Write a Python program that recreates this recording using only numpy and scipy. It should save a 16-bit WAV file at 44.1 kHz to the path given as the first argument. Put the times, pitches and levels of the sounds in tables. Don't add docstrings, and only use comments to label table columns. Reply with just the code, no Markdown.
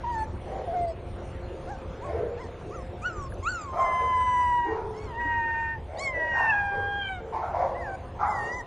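import sys
import numpy as np
from scipy import signal
from scipy.fft import rfft, irfft, next_fast_len
from scipy.io import wavfile
from scipy.ndimage import uniform_filter1d, map_coordinates

SR = 44100
rng = np.random.default_rng(int(sys.argv[2]) if len(sys.argv) > 2 else 0)


def inscribe(sig):
    pcm = np.round(np.clip(np.atleast_2d(sig).T, -1, 1) * 32767)
    wavfile.write(sys.argv[1], SR, pcm.astype(np.int16))


def makeup_ratio(level_db):
    decades = np.asarray(level_db, float) / 20
    return 10 ** decades


N = 381906


def unit(x):
    return x / np.sqrt(np.mean(x ** 2) + 1e-20)


def along(points, hz):
    f, v = np.transpose(points)
    return np.interp(np.log(hz + 1), np.log(f + 1), v)


def curves(rows, t):
    s, *cols = np.transpose(rows)
    return [np.interp(t, s, c) for c in cols]


def wobble(rate, size=N):
    coarse = np.arange(0, size + 32, 32)
    knots = map_coordinates(rng.standard_normal(size // 100 + 4), [coarse * min(rate, 400) / SR])
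    return np.interp(np.arange(size), coarse, knots)


def filtered(x, response):
    m = next_fast_len(len(x) + 8192)
    return irfft(rfft(x, m) * response(np.fft.rfftfreq(m, 1 / SR)), m)[:len(x)]


def resonance(f, hz, width_hz):
    return 1j * f * width_hz / (hz * hz - f * f + 1j * f * width_hz)


def rush(spectrum, patchy_db):
    z = signal.stft(rng.standard_normal(N + 512), nperseg=512)[2]
    field = uniform_filter1d(uniform_filter1d(rng.standard_normal(z.shape), 5, 0), 12, 1)
    noise = signal.istft(z * makeup_ratio(patchy_db * unit(field)), nperseg=512)[1][:N]
    return unit(filtered(noise, lambda hz: makeup_ratio(along(spectrum, hz))))


def echoes(x, decay):
    hz, t, z = signal.stft(rng.standard_normal(SR), SR, nperseg=256)
    tail = signal.istft(z * makeup_ratio(-60 * t / along(decay, hz)[:, None]), SR, nperseg=256)[1][:SR]
    return signal.fftconvolve(x, tail / np.linalg.norm(tail))


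def street(voice):
    # f/Hz, level/dB per Hz
    rumble_spectrum = [(8.8, -33), (15, -5), (32, -1), (80, 7.5), (103, 2), (130, -3), (173, -7.5),
                       (275, -10), (300, -20), (390, -36), (660, -120)]
    # f/Hz, level/dB per Hz
    traffic_spectrum = [(120, -25.5), (200, -32), (347, -1), (410, -4.5), (528, -4.5), (655, -8.5),
                        (904, -13), (983, -14), (1080, -14), (3500, -30.5), (4550, -38.5), (7700, -120)]
    # f/Hz, level/dB per Hz
    hiss_spectrum = [(1470, -13.5), (2500, 2.5), (3650, -2.5), (4930, -4.5), (7780, -6.5), (9310, -4),
                     (9710, -9.5), (10100, -52), (10500, -26.5), (13600, -83), (22000, -120)]
    # f/Hz, level over the traffic/dB
    hum_lines = [(178, -17), (352, -11), (440, -20), (528, -9), (716, -14), (900, -16.5)]
    # level/dB, ducking at full voice/dB, memory/s
    layers = [
        (-42.5, 2.5, 0.58),
        (-45, 9, 0.41),
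        (-65.5, 12, 0.12),
    ]
    duck_from_db, duck_full_db = -39, -12.5
    recede_db_per_s, lag_s = 0.45, 0.13
    t = np.arange(N) / SR
    late_power = np.roll(voice, round(lag_s * SR)) ** 2

    def ducked(db, depth_db, memory):
        power = np.abs(uniform_filter1d(late_power, round(memory * SR)))
        loud_db = 10 * np.log10(power + 1e-12)
        duck = np.clip((loud_db - duck_from_db) / (duck_full_db - duck_from_db), 0, 1.2)
        return db - recede_db_per_s * (t - t.mean()) - depth_db * duck

    rumble_db, traffic_db, hiss_db = [ducked(*layer) for layer in layers]
    hum = sum(makeup_ratio(db + 3.7 * wobble(5.4)) * np.sin(2 * np.pi * hz * t + 1.4 * wobble(7.7))
              for hz, db in hum_lines)
    rumble = makeup_ratio(rumble_db + 3.0 + 0.6 * wobble(4.5)) * rush(rumble_spectrum, patchy_db=1.4)
    traffic = makeup_ratio(traffic_db) * (rush(traffic_spectrum, patchy_db=2.5) + np.sqrt(2) * hum)
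    return rumble + traffic + makeup_ratio(hiss_db) * rush(hiss_spectrum, patchy_db=5)


def yip(s, top, end, db, mouth_db):
    rise_s, start_share, soft_db, fade_db, upper_db = 0.048, 0.74, 7, 8, -60.5
    fall = 0.06 * top / 1000
    shape = [(s - rise_s, start_share * top, db - soft_db),
             (s, top, db),
             (s + 0.33 * fall, end + 0.42 * (top - end), db - 0.41 * fade_db),
             (s + fall, end, db - fade_db)]
    return [(*row, mouth_db, upper_db - db) for row in shape]


def spell(t, start, end):
    return np.clip(np.minimum(t - start, end - t) / 0.025 + .5, 0, 1)


def mouth(t, hz):
    # start t/s, widest t/s, end t/s, peak level/dB, f/Hz
    gapes = [(2.688, 2.757, 3.0, -63, 5800), (3.016, 3.073, 3.146, -45, 5200),
             (3.096, 3.194, 3.6, -60, 5820), (3.426, 3.49, 3.66, -43, 4250), (3.49, 3.56, 3.72, -53, 5600),
             (4.45, 4.718, 4.8, -55.5, 2810), (4.9, 5.023, 5.17, -57, 4520), (6.95, 7.12, 7.4, -46, 2290),
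             (8.219, 8.4, 8.66, -63, 4050), (8.36, 8.48, 8.6, -60, 2780), (5.93, 6.028, 6.12, -39, 4400),
             (6.04, 6.076, 6.13, -49, 3220), (6.25, 6.505, 6.62, -34, 2660),
             (6.706, 7.055, 7.2, -38.5, 3140), (7.05, 7.155, 7.25, -49, 3690),
             (7.848, 7.932, 8.3, -56, 2330)]
    swell_db = 25
    size = 0
    for start, widest, end, db, gape_hz in gapes:
        if t[0] < end and start < t[-1]:
            width_hz = (0.4 if gape_hz > 4000 else 0.085) * gape_hz
            closed = np.interp(t, [start, widest, end], [1, 0, 1])
            during = (start < t) * (t < end)
            size = size + makeup_ratio(db - swell_db * closed) * during * np.abs(resonance(hz, gape_hz, width_hz)) ** 2
    return size


def ring_db(t, hz):
    # start t/s, end t/s, f/Hz, level/dB
    rings = [(3.7, 4.62, 6250, 11.5), (4.15, 4.6, 8000, 6.5), (3.5, 4.3, 6400, -7), (5.15, 8.7, 4400, -5.5),
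             (6.5, 6.82, 8150, 5), (6.25, 6.48, 9200, 4), (5.99, 6.055, 8900, 4), (6.05, 6.11, 7450, 13),
             (5.96, 6.02, 7200, 8), (6.12, 7.05, 7500, -10), (6.12, 6.75, 9700, -7), (5.2, 6.0, 7300, 3),
             (6.6, 7.9, 4850, 6.5), (8.25, 8.64, 7960, -16), (6.7, 8.47, 6000, -12), (6.3, 7.05, 5600, 7),
             (3.1, 3.66, 7400, 8), (3.095, 3.16, 6600, -15), (3.035, 3.056, 5300, -14),
             (3.035, 3.056, 4000, -10), (3.035, 3.056, 6700, -10), (3.12, 3.2, 3900, -10),
             (3.18, 3.29, 4500, -8), (3.42, 3.46, 5900, -7), (3.44, 3.495, 5500, -16),
             (3.46, 3.478, 7000, 6), (3.48, 3.495, 7100, 6), (3.6, 3.65, 7200, 8), (3.6, 3.72, 5700, -10),
             (3.61, 3.65, 4750, 7), (3.2, 3.9, 9300, -12), (4.9, 5.95, 8700, -17), (5.06, 5.15, 9600, -5),
             (.65, .95, 2750, -12), (.65, .95, 4750, 5), (.65, .95, 5800, -10), (.04, .26, 4600, 5),
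             (6.75, 7.02, 2420, -12), (6.525, 6.55, 2480, -8), (5.3, 6.05, 4250, 7),
             (5.2, 5.97, 5000, -8.5), (4.97, 5.07, 6330, 9), (4.99, 5.04, 5600, -10), (2.7, 2.8, 5300, -12),
             (3.9, 6.0, 3700, 3), (5.3, 5.6, 7200, -8), (8.45, 8.6, 2900, 5), (7.05, 7.2, 5000, -8),
             (6.07, 6.13, 4200, -10)]
    width = 0.079
    return sum(db * spell(t, start, end) * np.exp(-(np.log(hz / ring_hz) / width) ** 2)
               for start, end, ring_hz, db in rings if t[0] < end and start < t[-1])


def tripling(t, partial, second_db):
    # start t/s, end t/s, level under 2nd partial/dB, extra above it/dB
    spells = [
        (3.846, 4.724, -11, -8.5),
        (5.199, 5.771, -15.5, -0.5),
        (6.122, 6.479, -14.5, -3.5),
    ]
    # thirds of the pitch, level/dB
    sidebands = [(4, -16), (5, 0), (7, -13), (8, -8), (10, -28)]
    blur = 1.2 * np.cos(.85 * wobble(60, size=len(t)))
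    lines = 0
    for begin, end, side_db, above_db in spells:
        if t[0] < end and begin < t[-1]:
            comb = sum(partial(k / 3, second_db + side_db + (k > 6) * above_db + db, 2.4) for k, db in sidebands)
            lines = lines + blur * spell(t, begin, end) * comb
    return lines


def vocal_call(rows, nasal_db, air, t):
    # f/Hz, level under the call/dB
    nose = [(1900, -11), (2400, -17.5), (2800, -25), (3150, -27.5), (3700, -47.5), (4100, -65.5),
            (4700, -48), (9000, -92)]
    # f/Hz, level/dB
    muzzle = [(3000, -2), (4400, 0), (5300, -3), (6200, 1), (7200, -4), (8200, -2), (9000, -1), (9700, -8)]
    shrill_hz, shrill_loss_db, shrill_top_hz = 1122, 15.5, 7700
    smear_loss_db, smear_per_s = 2, 12
    steady_db, unsteady_db = 1.5, 2.3
    hoarse = .24
    size = len(t)
    hz, level_db, mouth_db, effort_db = curves(rows, t)
    first_db = level_db - 10 * np.log10(1 + makeup_ratio(mouth_db) ** 2)
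    second_db, upper_db = first_db + mouth_db, level_db + effort_db

    slope = np.gradient(np.log(hz)) * SR
    glide = np.clip(uniform_filter1d(np.abs(slope), 2000) / 0.54, 0, 1)
    smear_db = smear_loss_db * np.clip(uniform_filter1d(slope, 600) / smear_per_s, 0, 1)
    jitter = .002 * wobble(40, size=size) + (0.002 + .005 * glide) * wobble(200, size=size)
    hz = uniform_filter1d(hz, 450) * (1 + jitter)
    phase = 2 * np.pi * np.cumsum(hz) / SR

    def partial(k, db, shake_db):
        level = makeup_ratio(db + shake_db * wobble(44.83, size=size))
        return np.sqrt(2) * level * np.sin(k * phase + k * k)

    call = partial(1, first_db, 1.0) + partial(2, second_db, 1.0)
    rasp = 1 + hoarse * glide * (1.5 * wobble(260, size=size) - 1)
    for k in range(3, 6):
        middle = makeup_ratio(level_db + nasal_db + along(nose, k * hz)) * (k < 5) + mouth(t, k * hz)
        drift_db = 3 * glide * wobble(18, size=size) - 2 * glide - smear_db * (k > 3)
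        call += rasp * middle * partial(k, ring_db(t, k * hz) + drift_db, 1.3 + 1.7 * glide)

    shrill_db = shrill_loss_db * np.clip((hz - shrill_hz) / 60, 0, 1)
    sway_db = steady_db + unsteady_db * glide
    for k in range(5, 14):
        db = upper_db - smear_db - 8.0 - shrill_db * (k * hz > shrill_top_hz)
        db = db + along(muzzle, k * hz) + ring_db(t, k * hz)
        db = db + sway_db * np.clip(wobble(9.2, size=size), -3, 1)
        call += rasp * partial(k, db, sway_db) * (k * hz < 9700)

    call += tripling(t, partial, second_db)
    call += makeup_ratio(upper_db - 20 + 12 * glide) * air
    call *= 1 + makeup_ratio(-24.5) * unit(uniform_filter1d(rng.standard_normal(size), 40))
    return call * np.minimum(1, np.minimum(t - t[0], t[-1] - t) / .008)


def puppy():
    # f/Hz, level/dB per Hz
    breath = [(1800, -54.5), (3000, -14.5), (4500, -15.5), (7000, 1), (9300, -10), (9800, -64.5)]
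    # f/Hz, decay t60/s
    nook = [(500, 0.8), (3000, 0.47), (9000, 0.01)]
    # top t/s, top f/Hz, end f/Hz, level/dB, mouth opening/dB
    yips = [
        (1.714, 854, 745, -37, -9.5),
        (2.055, 1126, 1054, -40, -18),
        (2.416, 1063, 872, -43, -7),
        (2.751, 1380, 1008, -42.5, -18),
    ]
    # t/s, f/Hz, level/dB, mouth opening (2nd over 1st partial)/dB, effort (upper over level)/dB
    whimper_1 = [(.034, 1048, -31, -27, -37), (.05, 925, -31, -26, -35), (.1, 970, -32, -20, -34),
                 (.16, 889, -32.5, -8, -27), (.232, 874.4, -29, -13.5, -28.5),
                 (.256, 843, -53, -7.5, -13.5)]
    # t/s, f/Hz, level/dB, mouth opening/dB, effort/dB
    whimper_2 = [(.66, 782, -44, -32, -36), (.68, 692, -31, -37, -43.5), (0.726, 663, -29, -36, -43.5),
                 (0.744, 770, -30, -20, -48), (0.758, 705, -26.5, -30, -41), (.8, 705, -28, -35, -37),
                 (0.864, 679, -29, -41, -38.5), (.904, 659, -30.5, -49, -30.5), (0.943, 633, -54, -27, -18)]
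    # t/s, f/Hz, level/dB, mouth opening/dB, effort/dB
    whimper_3 = [(7.745, 936, -40.5, 1, -30), (7.772, 1014, -45, 2, -28), (7.8, 1015, -45, 13, -17.5),
                 (7.885, 789, -35, -2.5, -32), (7.956, 756, -38, -7, -25.5), (7.968, 780, -66, -7, -28)]
    # t/s, f/Hz, level/dB, mouth opening/dB, effort/dB
    whimper_4 = [(8.241, 934, -55, -11, -15.5), (8.26, 955, -36, -9.5, -24.5),
                 (8.297, 1053, -40.5, -2.5, -11.5), (8.409, 918, -36, 19, -16.5),
                 (8.456, 917, -35, 21, -17), (8.521, 969, -35, 10, -19), (8.586, 1017, -37, -2.5, -15.5),
                 (8.597, 949, -39.5, 5, -16.5), (8.614, 925, -37.5, 5, -17.5), (8.63, 870, -64, -23, -23)]
    # t/s, f/Hz, level/dB, mouth opening/dB, effort/dB
    yelp_1 = [(3.011, 1185, -63, -3, -4), (3.028, 1205, -44, -6, -5.5), (3.048, 1362, -34, -15, -21),
              (3.061, 1483, -27, -18, -27.5), (3.074, 1478, -29.5, -16.5, -30),
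              (3.128, 1286, -44, -23, -14.5), (3.231, 1103, -40, -34, -19), (3.286, 1064, -42, -20, -26)]
    # t/s, f/Hz, level/dB, mouth opening/dB, effort/dB
    yelp_2 = [(3.424, 1046, -41.5, -23, -14), (3.445, 1082, -36, -15, -12.5),
              (3.476, 1356, -24, -14.5, -21.5), (3.497, 1517, -29.5, -26, -15),
              (3.51, 1518, -35.5, -28.5, -17), (3.555, 1397, -33.5, -17.5, -16),
              (3.628, 1193, -42, -17.5, -13), (3.69, 1053, -37.5, -24, -23.5),
              (3.766, 1040, -42.5, -40, -24)]
    # t/s, f/Hz, level/dB, mouth opening/dB, effort/dB
    whine_1 = [(3.805, 1056, -22.5, -22, -28.5), (3.865, 1034, -29, -6, -28), (3.96, 1025, -26, -9.5, -32),
               (4.085, 1020, -24, -16.5, -36.5), (4.429, 988, -23.5, -14, -36.5),
               (4.648, 955, -27, -12.5, -40.5), (4.72, 935, -36, -1, -35), (4.779, 936, -45, -29, -41)]
    # t/s, f/Hz, level/dB, mouth opening/dB, effort/dB
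    yip_into_whine = [(4.935, 952, -54, -1, -21), (4.965, 1040, -49.5, -9, -11), (5.0, 1109, -53, 0, -10.5),
                      (5.05, 1122, -52, -3, -8), (5.095, 1003, -46.5, -8, -21.5)]
    # t/s, f/Hz, level/dB, mouth opening/dB, effort/dB
    whine_2 = [(5.136, 911, -40, -9.5, -37.5), (5.203, 956, -30, 0.5, -39),
               (5.377, 934, -26.5, -3.5, -38.5), (5.436, 922, -28.5, 2.5, -40),
               (5.616, 916.3, -28.5, 0.5, -37.5), (5.739, 916, -33, 5, -42), (5.811, 820, -57, -29.5, -33)]
    # t/s, f/Hz, level/dB, mouth opening/dB, effort/dB
    yelp_3 = [(5.965, 848, -54.5, -26, -32), (5.992, 1002, -45.5, 21.5, -1.5), (6.012, 1113, -36.5, -5, -9),
              (6.045, 1115, -34.5, 14, -13.5), (6.079, 1066, -27, 12.5, -26.5),
              (6.124, 1032, -38.5, 0.5, -31), (6.15, 981, -32.5, 21.5, -29.5)]
    # t/s, f/Hz, level/dB, mouth opening/dB, effort/dB
    whine_3 = [(6.249, 959, -28.5, 7, -36.5), (6.4, 924, -27.5, 12.5, -37), (6.508, 888, -24.5, 6, -36.5),
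               (6.528, 826, -22.5, 11, -43), (6.707, 801, -31, 1, -39), (6.992, 809, -29, 5, -40.5),
               (7.066, 782.5, -37, 13.5, -30.5), (7.116, 765, -33.5, -3.5, -32), (7.211, 694, -44, -4, -33)]
    whimpers = [whimper_1, whimper_2, whimper_3, whimper_4, yelp_1] + [yip(*row) for row in yips]
    whines = [yelp_2 + whine_1, yip_into_whine + whine_2, yelp_3 + whine_3]
    calls = [(rows, -10.5) for rows in whimpers]
    calls += [(rows, 0) for rows in whines]
    voice, air = np.zeros(N), rush(breath, patchy_db=4)
    for rows, nasal_db in calls:
        start, size = round(rows[0][0] * SR), round((rows[-1][0] - rows[0][0]) * SR)
        t = (start + np.arange(size)) / SR
        voice[start:start + size] += vocal_call(rows, nasal_db, air[start:start + size], t)
    return voice + makeup_ratio(-21) * echoes(voice, nook)[:N]


def far_dogs():
    # t/s, level/dB, length/s, throat f/Hz, mouth f/Hz
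    hoarse_barks = [(8.018, -54, 0.08, 985, 710), (0.443, -38.5, 0.18, 712, 365),
                    (0.461, -40.5, 0.25, 488.6, 775), (2.041, -33.5, 0.12, 639, 366),
                    (3.722, -30, 0.19, 664.5, 1200), (3.998, -38.5, 0.065, 458.6, 690),
                    (4.649, -37, .13, 898.7, 1083), (7.409, -33, 0.11, 715, 1383),
                    (8.297, -44.5, 0.21, 950, 1350), (5.876, -39, 0.2, 641.5, 412),
                    (6.115, -38, 0.21, 611.6, 387), (6.33, -27.5, 0.14, 876.8, 1650),
                    (7.322, -29, 0.0975, 791.5, 1027), (7.524, -28.5, .19, 684.6, 1045),
                    (8.146, -40.5, 0.14, 847, 1035), (8.187, -28, .11, 822, 1360),
                    (8.207, -35, 0.086, 1152, 1650), (8.385, -40.5, 0.22, 410, 756)]
    # t/s, level/dB, throat f/Hz, throat width/Hz, mouth f/Hz
    woofs = [(.66, -43, 372, 151, 523), (2.11, -33.5, 449.7, 176, 584), (4.641, -36.5, 423, 100.3, 843),
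             (4.7, -35, 417.9, 60.6, 744), (4.9, -51, 426.4, 44.7, 916), (6.7, -39, 425, 186.4, 1056),
             (7.169, -43.5, 447.2, 199.5, 752), (7.559, -35, 514, 71, 710)]
    # f/Hz, decay t60/s
    yard = [(300, 1.0), (1000, 1), (2500, 0.22), (6000, 0.73)]
    bark_width_hz, woof_s = 300, 0.1703
    calls = [(*row, bark_width_hz) for row in hoarse_barks]
    calls += [(s, db, woof_s, hz, mouth_hz, width_hz) for s, db, hz, width_hz, mouth_hz in woofs]
    barks, t = np.zeros(N + 2 * SR), np.arange(SR // 2) / SR
    for s, db, length, throat_hz, mouth_hz, width_hz in calls:
        u = np.clip(t / length, 0, 1)
        pitch_hz = throat_hz / np.ceil(throat_hz / 550)
        arch = .86 + .2 * np.sin(np.pi * u ** .8) + 0.0615 * wobble(149.4, size=len(t))
        cycles = np.cumsum(pitch_hz * arch) / SR
        gate = np.exp(4 * (np.cos(2 * np.pi * cycles) - 1))
        pulses = unit(gate ** 6 - np.mean(gate ** 6))
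        source = pulses + 4.83 * unit(gate * rng.standard_normal(len(t)))

        def tract(f):
            upper = 0.4 * resonance(f, mouth_hz, 280) ** 2 - 0.069 * resonance(f, 1470, 600)
            upper = upper + 0.064 * resonance(f, 2240, 400) - 0.0095 * resonance(f, 2700, 1100)
            throat = resonance(f, throat_hz, width_hz) ** 2
            lips = f ** 2 / (f ** 2 + 300 ** 2)
            return (throat - np.sqrt(width_hz / bark_width_hz) * upper) * lips

        bark = unit(filtered(source, tract)) * np.sin(np.pi * u ** .62) ** 1.1
        heard = echoes(bark, yard)
        heard[:len(t)] += 0.63 * bark
        barks[round(s * SR):][:len(heard)] += makeup_ratio(db + 1.0) * heard
    return barks[:N]


def paws():
    # t/s, peak level/dB, f/Hz, decay t60/s
    claws = [
        (2.953, -46, 484, 0.043),
        (3.322, -27.5, 1614, 0.016),
        (3.343, -40, 6030, 0.0045),
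        (3.428, -35.5, 2100, 0.0098),
        (4.662, -22, 326.4, 0.21),
        (5.248, -26, 293.4, 0.12),
        (7.38, -39.5, 1520, 0.0094),
    ]
    # t/s, half length/s, level/dB
    scuff = (3.322, .026, -65)
    taps, t = np.zeros(N), np.arange(6000) / SR
    for s, db, hz, t60 in claws:
        onset = 1 - np.exp(-t / (.1 * t60))
        taps[round(s * SR):][:len(t)] += makeup_ratio(db - 60 * t / t60) * np.sin(2 * np.pi * hz * t) * onset
    s, width, db = scuff
    rustle = rush([(7000, -40), (9300, -6), (10000, 0), (10800, -1), (11300, -8), (11700, -60)], patchy_db=2)
    return taps + makeup_ratio(db) * rustle * np.exp(-((np.arange(N) / SR - s) / width) ** 6)


def masking(x, above_hz, below_hz):
    # f/Hz, level/dB
    masked = [(1100, -50), (1250, -39), (2050, -40), (2250, -33), (2700, -32), (3500, -31), (4600, -28),
              (6600, -23.5), (7200, -16), (7800, -12), (8600, -13), (9300, -18), (9750, -17), (9900, -32)]
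    # f/Hz, level/dB
    starved = [(3000, -90), (3600, -70), (5000, -66), (9600, -66)]
    hz, _, z = signal.stft(x, SR, window="cosine", nperseg=2048)
    away = np.arange(-40, 41) * hz[1]
    spread = np.exp(-np.abs(away) / np.where(away > 0, above_hz, below_hz))
    masker = signal.fftconvolve(np.abs(z) ** 2, spread[:, None], mode="same", axes=0)
    limit = makeup_ratio(along(masked, hz))[:, None] * np.sqrt(np.abs(masker))
    limit += makeup_ratio(-101) * (hz[:, None] > 9750)
    limit += makeup_ratio(along(starved, hz))[:, None] * np.linalg.norm(z[hz > 300], axis=0)
    kept = uniform_filter1d(np.abs(z) ** 2, size=3, axis=0) > limit ** 2
    return signal.istft(z * kept, SR, window="cosine", nperseg=2048)[1][:N]


def scene():
    voice = puppy()
    return np.tile(street(voice) + voice + far_dogs() + paws(), (2, 1))


def roll_off(x):
    return signal.sosfilt(signal.butter(12, 15700, fs=SR, output="sos"), x)


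def record(dry):
    mono = masking(dry[0], above_hz=400, below_hz=150)
    mono = mono + makeup_ratio(-90) * rush([(11200, -60), (11800, 0), (15500, -4), (15800, -60)], patchy_db=3)
    side = makeup_ratio(-11.0) * np.roll(filtered(mono, lambda hz: hz > 3400), 700)
    return roll_off(np.array([mono + side, mono - side]))


dry = scene()
out = record(dry)
inscribe(out)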